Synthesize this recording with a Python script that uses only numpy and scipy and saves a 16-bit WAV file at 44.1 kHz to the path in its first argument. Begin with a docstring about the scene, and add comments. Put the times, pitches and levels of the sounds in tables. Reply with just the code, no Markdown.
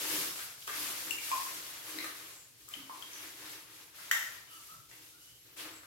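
"""A monkey in a bucket

A small wet monkey shifts about in a plastic bucket of water in a hard, tiled bathroom.
Each move makes the water swish (noise) and fizz (tiny ringing bubbles), and the air in the bucket
hums along. Drops plop, the plastic knocks once, and a few faint squeaks (thin sliding tones)
follow as the animal climbs onto the rim."""
import sys
import numpy as np
from scipy import signal
from scipy.fft import rfft, irfft
from scipy.io import wavfile

SR = 44100
rng = np.random.default_rng(int(sys.argv[2]) if len(sys.argv) > 2 else 0)


def dump_mix(stems):
    """Bounce the given channels to the path in sys.argv[1] as a 16-bit WAV at rate SR."""
    frames = np.atleast_2d(stems).T  # one column per channel
    limited = np.clip(frames, -1, 1)  # hard clip at full scale
    pcm = np.round(limited * 32767).astype(np.int16)
    wavfile.write(sys.argv[1], SR, pcm)


N = 258420
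TIME = np.arange(N) / SR
CUTOFF_HZ = 15900

# Levels are relative: the functions add their own gains. To "ring" is to fade by 60 dB.
# Strokes of a limb through the water: start_s, swell_s, hold_s, churn_db, spray_db, hollow_db
LIMB_STROKES = [ (-.05, 0.1, 0.022, -42, -37.5, -51.5), (0.058, 0.079, 0.092, -41, -36, -51),
                (0.347, 0.029, 0.059, -50, -44.5, -82), (0.56, 0.074, 0.05, -65, -51, -80),
                (0.668, .008, 0.11, -49, -46, -80), (0.702, 0.11, 0.1, -44.5, -39.5, -62),
                (0.921, 0.092, 0.12, -48, -43, -59.5), (1.182, 0.092, 0.14, -47.5, -40.5, -70),
                (1.423, 0.077, 0.082, -48.5, -45, -60.5), (1.597, 0.09, 0.092, -50.5, -48, -69),
                (1.805, 0.11, 0.027, -48.5, -45, -60), (1.929, 0.1, 0.034, -49, -47.5, -58),
                (2.114, 0.056, 0.14, -55, -51.5, -66.5), (2.55, 0.086, .05, -67.5, -58.5, -76),
                (2.684, 0.064, 0.044, -53.5, -52.5, -81), (2.852, 0.15, 0.1, -55, -52.5, -66),
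                (3.07, 0.18, 0.02, -50, -49, -64), (3.317, 0.19, 0.021, -49.5, -49, -61),
                (3.675, 0.051, 0.1, -58.5, -56, -70), (3.919, 0.098, 0.19, -53.5, -51, -72),
                (4.208, 0.045, 0.11, -54.5, -54.5, -81), (4.474, 0.063, 0.19, -62.5, -54.5, -77.5),
                (4.885, 0.015, 0.17, -63, -57, -73), (5.17, .07, 0.07, -75, -58.5, -85),
                (5.427, .05, .07, -66, -66, -69.5), (5.558, 0.038, 0.011, -46, -46.5, -59),
                (5.643, 0.037, 0.014, -53.5, -75, -59.5)]
# Tone colour of churning water: pitch_hz, level_db
CHURN_COLOUR = [(100, -53), (160, -3), (225, -54), (420, -31.5), (600, 1), (800, -5), (1100, 1.5),
                (1700, 6), (2600, 6), (4000, 0), (5500, -4), (9000, -13.5)]
# Tone colour of fine spray: pitch_hz, level_db
SPRAY_COLOUR = [(1500, -24.5), (3000, -4.5), (4500, -3), (6300, -3), (9300, -5.5), (12200, -1),
                (14000, -14), (16000, -7.5)]
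# Notes of the air in the bucket's hollow: pitch_hz, width_hz, level_db
HOLLOW_NOTES = [(311.6, 13, -3), (390, 46, -6.5), (493, 54, -8)]
# Drops, plops and low gulps: start_s, pitch_hz, level_db, ring_cycles, slap_vs_bubble_db
PLOPS = [ (.139, 170, -52.5, 16, -10), (0.391, 1540, -28.5, 10, -2.5), (0.625, 3000, -27, 13, -9),
         (.677, 1150, -21.5, 7, 3.5), (0.697, 1640, -27.5, 15, -7), (.8, 312, -50, 28, -10),
         (1.07, 316, -56, 41, -10), (1.109, 2760, -18.5, 60, -13), (1.185, 2320, -29.5, 38, -10),
         (1.315, 1052, -25.5, 68, -1), (1.316, 2440, -25, 36, -3), (1.945, 312.5, -49, 53, -13),
         (1.9865, 2040, -21, 12, -8.5), (1.987, 4000, -22, 28, -16), (2.041, 1247, -35, 35, -14),
         (2.044, 1730, -27.5, 15, -3), (2.682, 1220, -47, 28, -16), (2.738, 3055, -26.5, 66, -6),
         (2.766, 267, -51, 16, -4), (2.8959, 1040, -31.5, 18, -20), (3.024, 3200, -30, 55, -7),
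         (3.133, 6000, -29.5, 45, -11), (3.23, 326, -54, 22, 0), (3.985, 1390, -43, 24, -2),
         (4.721, 129, -57.5, 6, -5), (4.913, 1950, -39, 15, 2), (5.834, 1463, -37.5, 10, -7)]
# How far left a plop sounds: pitch_hz, left_vs_right_db
PLOP_SIDE = [(1200, -1.5), (1900, 19), (4000, 14), (6000, -9)]
# How much of a plop goes into the room's echo: pitch_hz, gain_db
PLOP_ECHO = [(300, 9.5), (1200, 5.5), (2000, 6), (3000, -3), (4000, 2), (6000, 5)]
# Bright ticks of drops landing, most at the start of a plop, a few alone: start_s, level_db
LANDING_TICKS = [(.149, -22), (.676, -29), (1.108, -20), (2.688, -31), (2.043, -27.5), (4.191, -29),
                 (5.088, -38.5)]
# Notes of the plastic wall: pitch_hz, level_db, ring_s
WALL_NOTES = [(800, -22, .006), (1120, -16, .007), (1400, -16, .006), (1890, 3, .013), (3080, -10.5, .011),
              (3740, -15, .009), (6100, -19, .005), (6950, -17, .005)]
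# Tone colour of the knock's wet smack: pitch_hz, level_db
SMACK_COLOUR = [(200, -30), (450, -12), (750, -2.5), (1200, 11), (2400, 1.5), (3400, 7.5), (4400, -3),
                (5500, 6), (7000, 7.5), (9000, -6.5), (12500, 3), (16000, -5)]
# Squeaks of wet skin and of the animal: start_s, length_s, start_hz, end_hz, level_db, wobble_share
SQUEAK_SLIDES = [ (2.301, 0.14, 7600, 7100, -60.5, 0.083), (3.624, .09, 10450, 10800, -70, .004),
                 (3.73, .14, 10150, 10700, -69.5, .005), (4.467, 0.12, 3040, 2856, -61, 0.045),
                 (4.498, 0.11, 1303, 1220, -60, 0.067), (4.686, 0.073, 1277, 1302, -55, 0.0657),
                 (5.108, 0.091, 1333, 1530, -68.5, 0.027), (5.158, 0.24, 2900, 3115, -68.5, 0.037),
                 (5.365, .13, 11400, 15500, -69, .002), (5.375, .125, 10600, 12800, -68.5, .004),
                 (5.50, .065, 15450, 14250, -66, .002), (5.495, .07, 12600, 11900, -68, .004),
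                 (5.726, 0.07, 8130, 7500, -58.5, 0.046)]
# How long the tiled room rings: pitch_hz, ring_s
TILE_RING = [(200, .62), (1000, .6), (2000, .56), (6000, .62), (15000, .54)]
# Tone colour of still room air: pitch_hz, level_db
AIR_COLOUR = [(25, -42), (55, -10), (124, -1), (221, -8), (311, -4), (450, -8), (800, -7.5), (1400, -9),
              (3000, -4.5), (6000, -3.5), (9000, -8), (12300, -5), (16000, -22)]
# Low notes of the room: pitch_hz, width_hz, level_db
ROOM_NOTES = [(65.7, 52, -79), (119, 36, -75), (155, 58, -82.5)]
# How alike spread-out sound is on the left and right: pitch_hz, likeness_share
STEREO_LIKENESS = [(60, 0.85), (130, 0.6), (290, 0.95), (640, 0.3), (1300, 0), (15000, 0)]
# How far left spread-out sound leans: pitch_hz, left_vs_right_db
STEREO_BALANCE = [(60, 12.5), (200, -3.5), (380, 3), (700, 2.5), (2400, 4), (4400, -0.4), (15000, 1.5)]


def swish():
    """Moving limbs churn the water, throw spray and stir the bucket's air; returns (heard, to echo)."""
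    *_, churn_db, spray_db, hollow_db = np.transpose(LIMB_STROKES)
    churn = stirring(churn_db, settle_db_per_s=80.5, rest_db=-76)
    spray = stirring(spray_db, settle_db_per_s=75, rest_db=-67)
    hollow = stirring(hollow_db, settle_db_per_s=87, rest_db=-80)
    wash = hollow * from_db(1) * hum(HOLLOW_NOTES)
    wash += churn * from_db(-1) * hiss(CHURN_COLOUR, flicker_db=2.07, flicker_hz=30)
    wash += spray * hiss(SPRAY_COLOUR, flicker_db=0.87, flicker_hz=22)
    # Churning traps larger bubbles, spray only the finest.
    large = fizz(per_s=500, spread_db=3, ring_cycles=11, low_hz=950, high_hz=4500)
    fine = fizz(per_s=900, spread_db=4, ring_cycles=32, low_hz=4630, high_hz=16300)
    bubbles = churn * from_db(-10) * large + spray * from_db(-13) * fine
    return wash + direct(bubbles, side_db=8.5, lag_s=0), from_db(2) * bubbles


def stirring(levels_db, settle_db_per_s, rest_db):
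    """Loudness over time: each stroke swells, holds and settles, but the water is never quite still."""
    power = from_db(rest_db) ** 2
    for (start_s, swell_s, hold_s, *_), db in zip(LIMB_STROKES, levels_db):
        swell = np.sin(np.pi / 2 * np.clip((TIME - start_s) / swell_s, 0, 1))
        settled_s = np.maximum(TIME - start_s - swell_s - hold_s, 0)
        power = power + (swell * from_db(db - settle_db_per_s * settled_s)) ** 2
    return np.sqrt(power)


def fizz(per_s, spread_db, ring_cycles, low_hz, high_hz, pitch_count=18):
    """Tiny bubbles burst at random, each with a short ping."""
    strengths = from_db(spread_db * np.minimum(rng.exponential(1, N), 5)) * rng.choice([-1, 1], N)
    clicks = strengths * (rng.random(N) < per_s / SR)
    chosen_pitch = rng.integers(0, pitch_count, N)
    pings = 0
    for k, hz in enumerate(np.geomspace(low_hz, high_hz, pitch_count)):
        pings += np.sqrt(hz) * ring(clicks * (chosen_pitch == k), hz, ring_cycles / hz)
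    return unit_level(pings)


def drops():
    """Each drop slaps the water and traps a bubble with a slightly rising note; returns (heard, to echo)."""
    heard, to_echo = 0, 0
    for start_s, hz, db, ring_cycles, slap_db in PLOPS:
        crack = tick(start_s, decay_s=0.0041, low_hz=hz / 2)
        slap = from_db(slap_db) * filtered(crack, "low", min(2 * hz, CUTOFF_HZ))  # big drops are duller
        bubble = dying_tone(start_s, hz, ring_cycles / hz, attack_s=0.00055, rise=0.042)
        plop = from_db(db) * (bubble + slap)
        heard += direct(plop, at_hz(PLOP_SIDE, hz))
        to_echo += from_db(at_hz(PLOP_ECHO, hz)) * plop
    return heard, to_echo


def landing_ticks():
    """Landing drops tick brightly, most at the start of a plop, a few alone; returns (heard, to echo)."""
    ticks = sum(from_db(db) * tick(start_s, decay_s=0.0022, low_hz=6000) for start_s, db in LANDING_TICKS)
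    return direct(ticks, side_db=11), from_db(1) * ticks


def knock(start_s=4.1125, attack_s=0.0006, smack_s=0.004, spatter_s=0.018):
    """A wet smack briefly rings the plastic and flings off a spatter; returns (heard, to echo)."""
    wall = 0
    for k, (hz, db, ring_s) in enumerate(WALL_NOTES):
        wall += (-1) ** k * from_db(db) * dying_tone(start_s, hz, ring_s, attack_s)
    wall = filtered(wall, "high", 550)  # so small a contact gives off little bass
    age_s = np.maximum(TIME - start_s, 0)
    smack = from_db(-14) * np.exp(-age_s / smack_s)
    spatter = from_db(-22) * np.exp(-age_s / spatter_s)
    onset = 1 - np.exp(-age_s / attack_s)
    pitches_hz = np.maximum(np.fft.rfftfreq(N, 1 / SR), 1)
    colour = from_db(at_hz(SMACK_COLOUR, pitches_hz))
    wet_noise = unit_level(irfft(rfft(rng.standard_normal(N)) * colour, N))
    hit = from_db(-11) * (wall + (smack + spatter) * onset * wet_noise)
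    return direct(hit, side_db=2.5, lag_s=0.00068), from_db(2) * hit


def squeaks():
    """Wet skin and the animal squeak in thin, wobbly, sliding tones; returns (heard, to echo)."""
    tones = 0
    for start_s, length_s, start_hz, end_hz, db, wobble in SQUEAK_SLIDES:
        progress = np.clip((TIME - start_s) / length_s, 0, 1)
        hz = (start_hz + (end_hz - start_hz) * progress) * (1 + wobble * drift(rate_hz=160))
        swell = np.sqrt(2 * np.abs(np.sin(np.pi * progress)))
        tones += from_db(db) * swell * np.sin(2 * np.pi * np.cumsum(hz) / SR)
    return direct(tones, side_db=1), from_db(-1) * tones


def bathroom_echo(sound, first_echo_s=0.00033, build_s=0.0043, near_walls_s=0.0033):
    """Close tiled walls answer at once, then a dense echo dies away, soonest in the highest treble."""
    age_s = TIME[:SR]
    tail = sum(band * fade(age_s, at_hz(TILE_RING, hz)) for hz, band in noise_bands(SR))
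    tail *= 1 - np.exp(-np.maximum(age_s - first_echo_s, 0) / build_s)
    tail *= 1 + 0.075 * np.exp(-age_s / near_walls_s)
    tail /= np.sqrt(np.sum(tail ** 2) / 2)
    return signal.fftconvolve(sound[None], tail, axes=1)[:, :N]


def room_air():
    """The still room hisses faintly and hums at its low notes."""
    return from_db(-64) * hiss(AIR_COLOUR, flicker_db=2.5, flicker_hz=7.2) + hum(ROOM_NOTES)


def hum(notes):
    """Noise keeps enclosed air ringing at its own notes."""
    total = 0
    for hz, width_hz, db in notes:
        peak = signal.butter(1, [hz - width_hz / 2, hz + width_hz / 2], "band", fs=SR, output="sos")
        note = signal.sosfilt(peak, rng.standard_normal((2, N)))
        note = filtered(note, "band", [hz / 1.274, hz * 1.11])  # trim noise far from the note
        total += from_db(db) * unit_level(spread_out(note, hz))
    return total


def hiss(colour, flicker_db, flicker_hz):
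    """Noise with a given tone colour, whose bands each flicker on their own."""
    total = 0
    for hz, band in noise_bands(N):
        total += band * from_db(at_hz(colour, hz) + flicker_db * drift(flicker_hz))
    return unit_level(total)


def noise_bands(length):
    """Stereo noise in slices about 0.4 octave wide; yields (centre_hz, band)."""
    edges_hz = np.geomspace(35, 17500, 24)
    white = rng.standard_normal((2, 2, length))
    for k, (low_hz, high_hz) in enumerate(zip(edges_hz, edges_hz[1:])):
        centre_hz = np.sqrt(low_hz * high_hz)
        band = filtered(white[k % 2], "band", [low_hz, high_hz])
        yield centre_hz, spread_out(band, centre_hz)


def dying_tone(start_s, hz, ring_s, attack_s, rise=0):
    """A fading tone whose pitch climbs by the share `rise` while it rings."""
    age_s = np.clip(TIME - start_s, 0, 2 * ring_s)
    tone = np.sin(2 * np.pi * hz * age_s * (1 + rise * age_s / ring_s / 2))
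    onset = 1 - np.exp(-age_s / attack_s)
    return tone * onset * fade(age_s, ring_s) * (age_s < 2 * ring_s)


def tick(start_s, decay_s, low_hz):
    """The brief crack of a hit: a burst of noise, turned down below low_hz."""
    age_s = np.clip(TIME - start_s, 0, 20 * decay_s)
    burst = 0.5 * rng.standard_normal(N) * np.exp(-age_s / decay_s) * (age_s > 0)
    return filtered(burst, "high", low_hz)


def ring(clicks, hz, ring_s):
    """Each click starts a fading tone as strong as itself."""
    keep, turn = fade(1 / SR, ring_s), 2 * np.pi * hz / SR
    return signal.lfilter([0, np.sin(turn)], [1, -2 * keep * np.cos(turn), keep ** 2], clicks + 1e-18)


def drift(rate_hz, step=40, warm_up=2000):
    """A smooth random wander, about 1 in size."""
    keep = np.exp(-2 * np.pi * rate_hz * step / SR)
    noise = rng.standard_normal(N // step + warm_up + 2)
    slow = signal.lfilter([1], [1, -2 * keep, keep ** 2], noise)[warm_up:]
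    return np.interp(np.arange(N) / step, np.arange(len(slow)), unit_level(slow))


def direct(sound, side_db, lag_s=0.00025):
    """The straight path from the bucket reaches the right microphone lag_s after the left."""
    return np.array([sound, np.interp(TIME - lag_s, TIME, sound)]) * pan(side_db)


def spread_out(noises, hz):
    """Two noises become sound from all around: left and right alike in the bass, not in the treble."""
    alike = np.clip(at_hz(STEREO_LIKENESS, hz), -1, 1)
    shared = np.sqrt(1 + alike) * noises[0]
    opposite = np.sqrt(1 - alike) * noises[1] * np.array([[1], [-1]])
    return (shared + opposite) * pan(at_hz(STEREO_BALANCE, hz))


def pan(db):
    """Left and right gains that make the left louder by db."""
    return from_db(np.array([[db], [-db]]) / 2) / np.sqrt(np.cosh(db * np.log(10) / 20))


def filtered(sound, kind, hz):
    """Keep the "low" part, the "high" part or a "band" of a sound."""
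    return signal.sosfilt(signal.butter(2, hz, kind, fs=SR, output="sos"), sound)


def fade(age_s, ring_s):
    """A gain that falls by 60 dB in ring_s."""
    return np.exp(-np.log(1000) * age_s / ring_s)


def at_hz(table, hz):
    """Read between a table's rows, with octaves evenly spaced."""
    pitches_hz, values = np.transpose(table)
    return np.interp(np.log(hz), np.log(pitches_hz), values)


def unit_level(sound):
    """Scale to an average (rms) level of 1."""
    return sound / np.sqrt(np.mean(sound ** 2) + 1e-20)


def from_db(db):
    """Turn decibels into a gain."""
    return 10 ** (np.asarray(db) / 20)


def scene():
    """All the sources echo in the same tiled room, over its quiet air."""
    heard, to_echo = zip(swish(), drops(), landing_ticks(), knock(), squeaks())
    return sum(heard) + room_air() + bathroom_echo(sum(to_echo))


def record(dry):
    """The microphones lose the deepest bass; the highest treble is cut steeply."""
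    treble_cut = signal.ellip(12, 0.1, 70, CUTOFF_HZ, fs=SR, output="sos")
    return signal.sosfilt(treble_cut, filtered(dry, "high", 38))


dry = scene()
out = record(dry)
dump_mix(out)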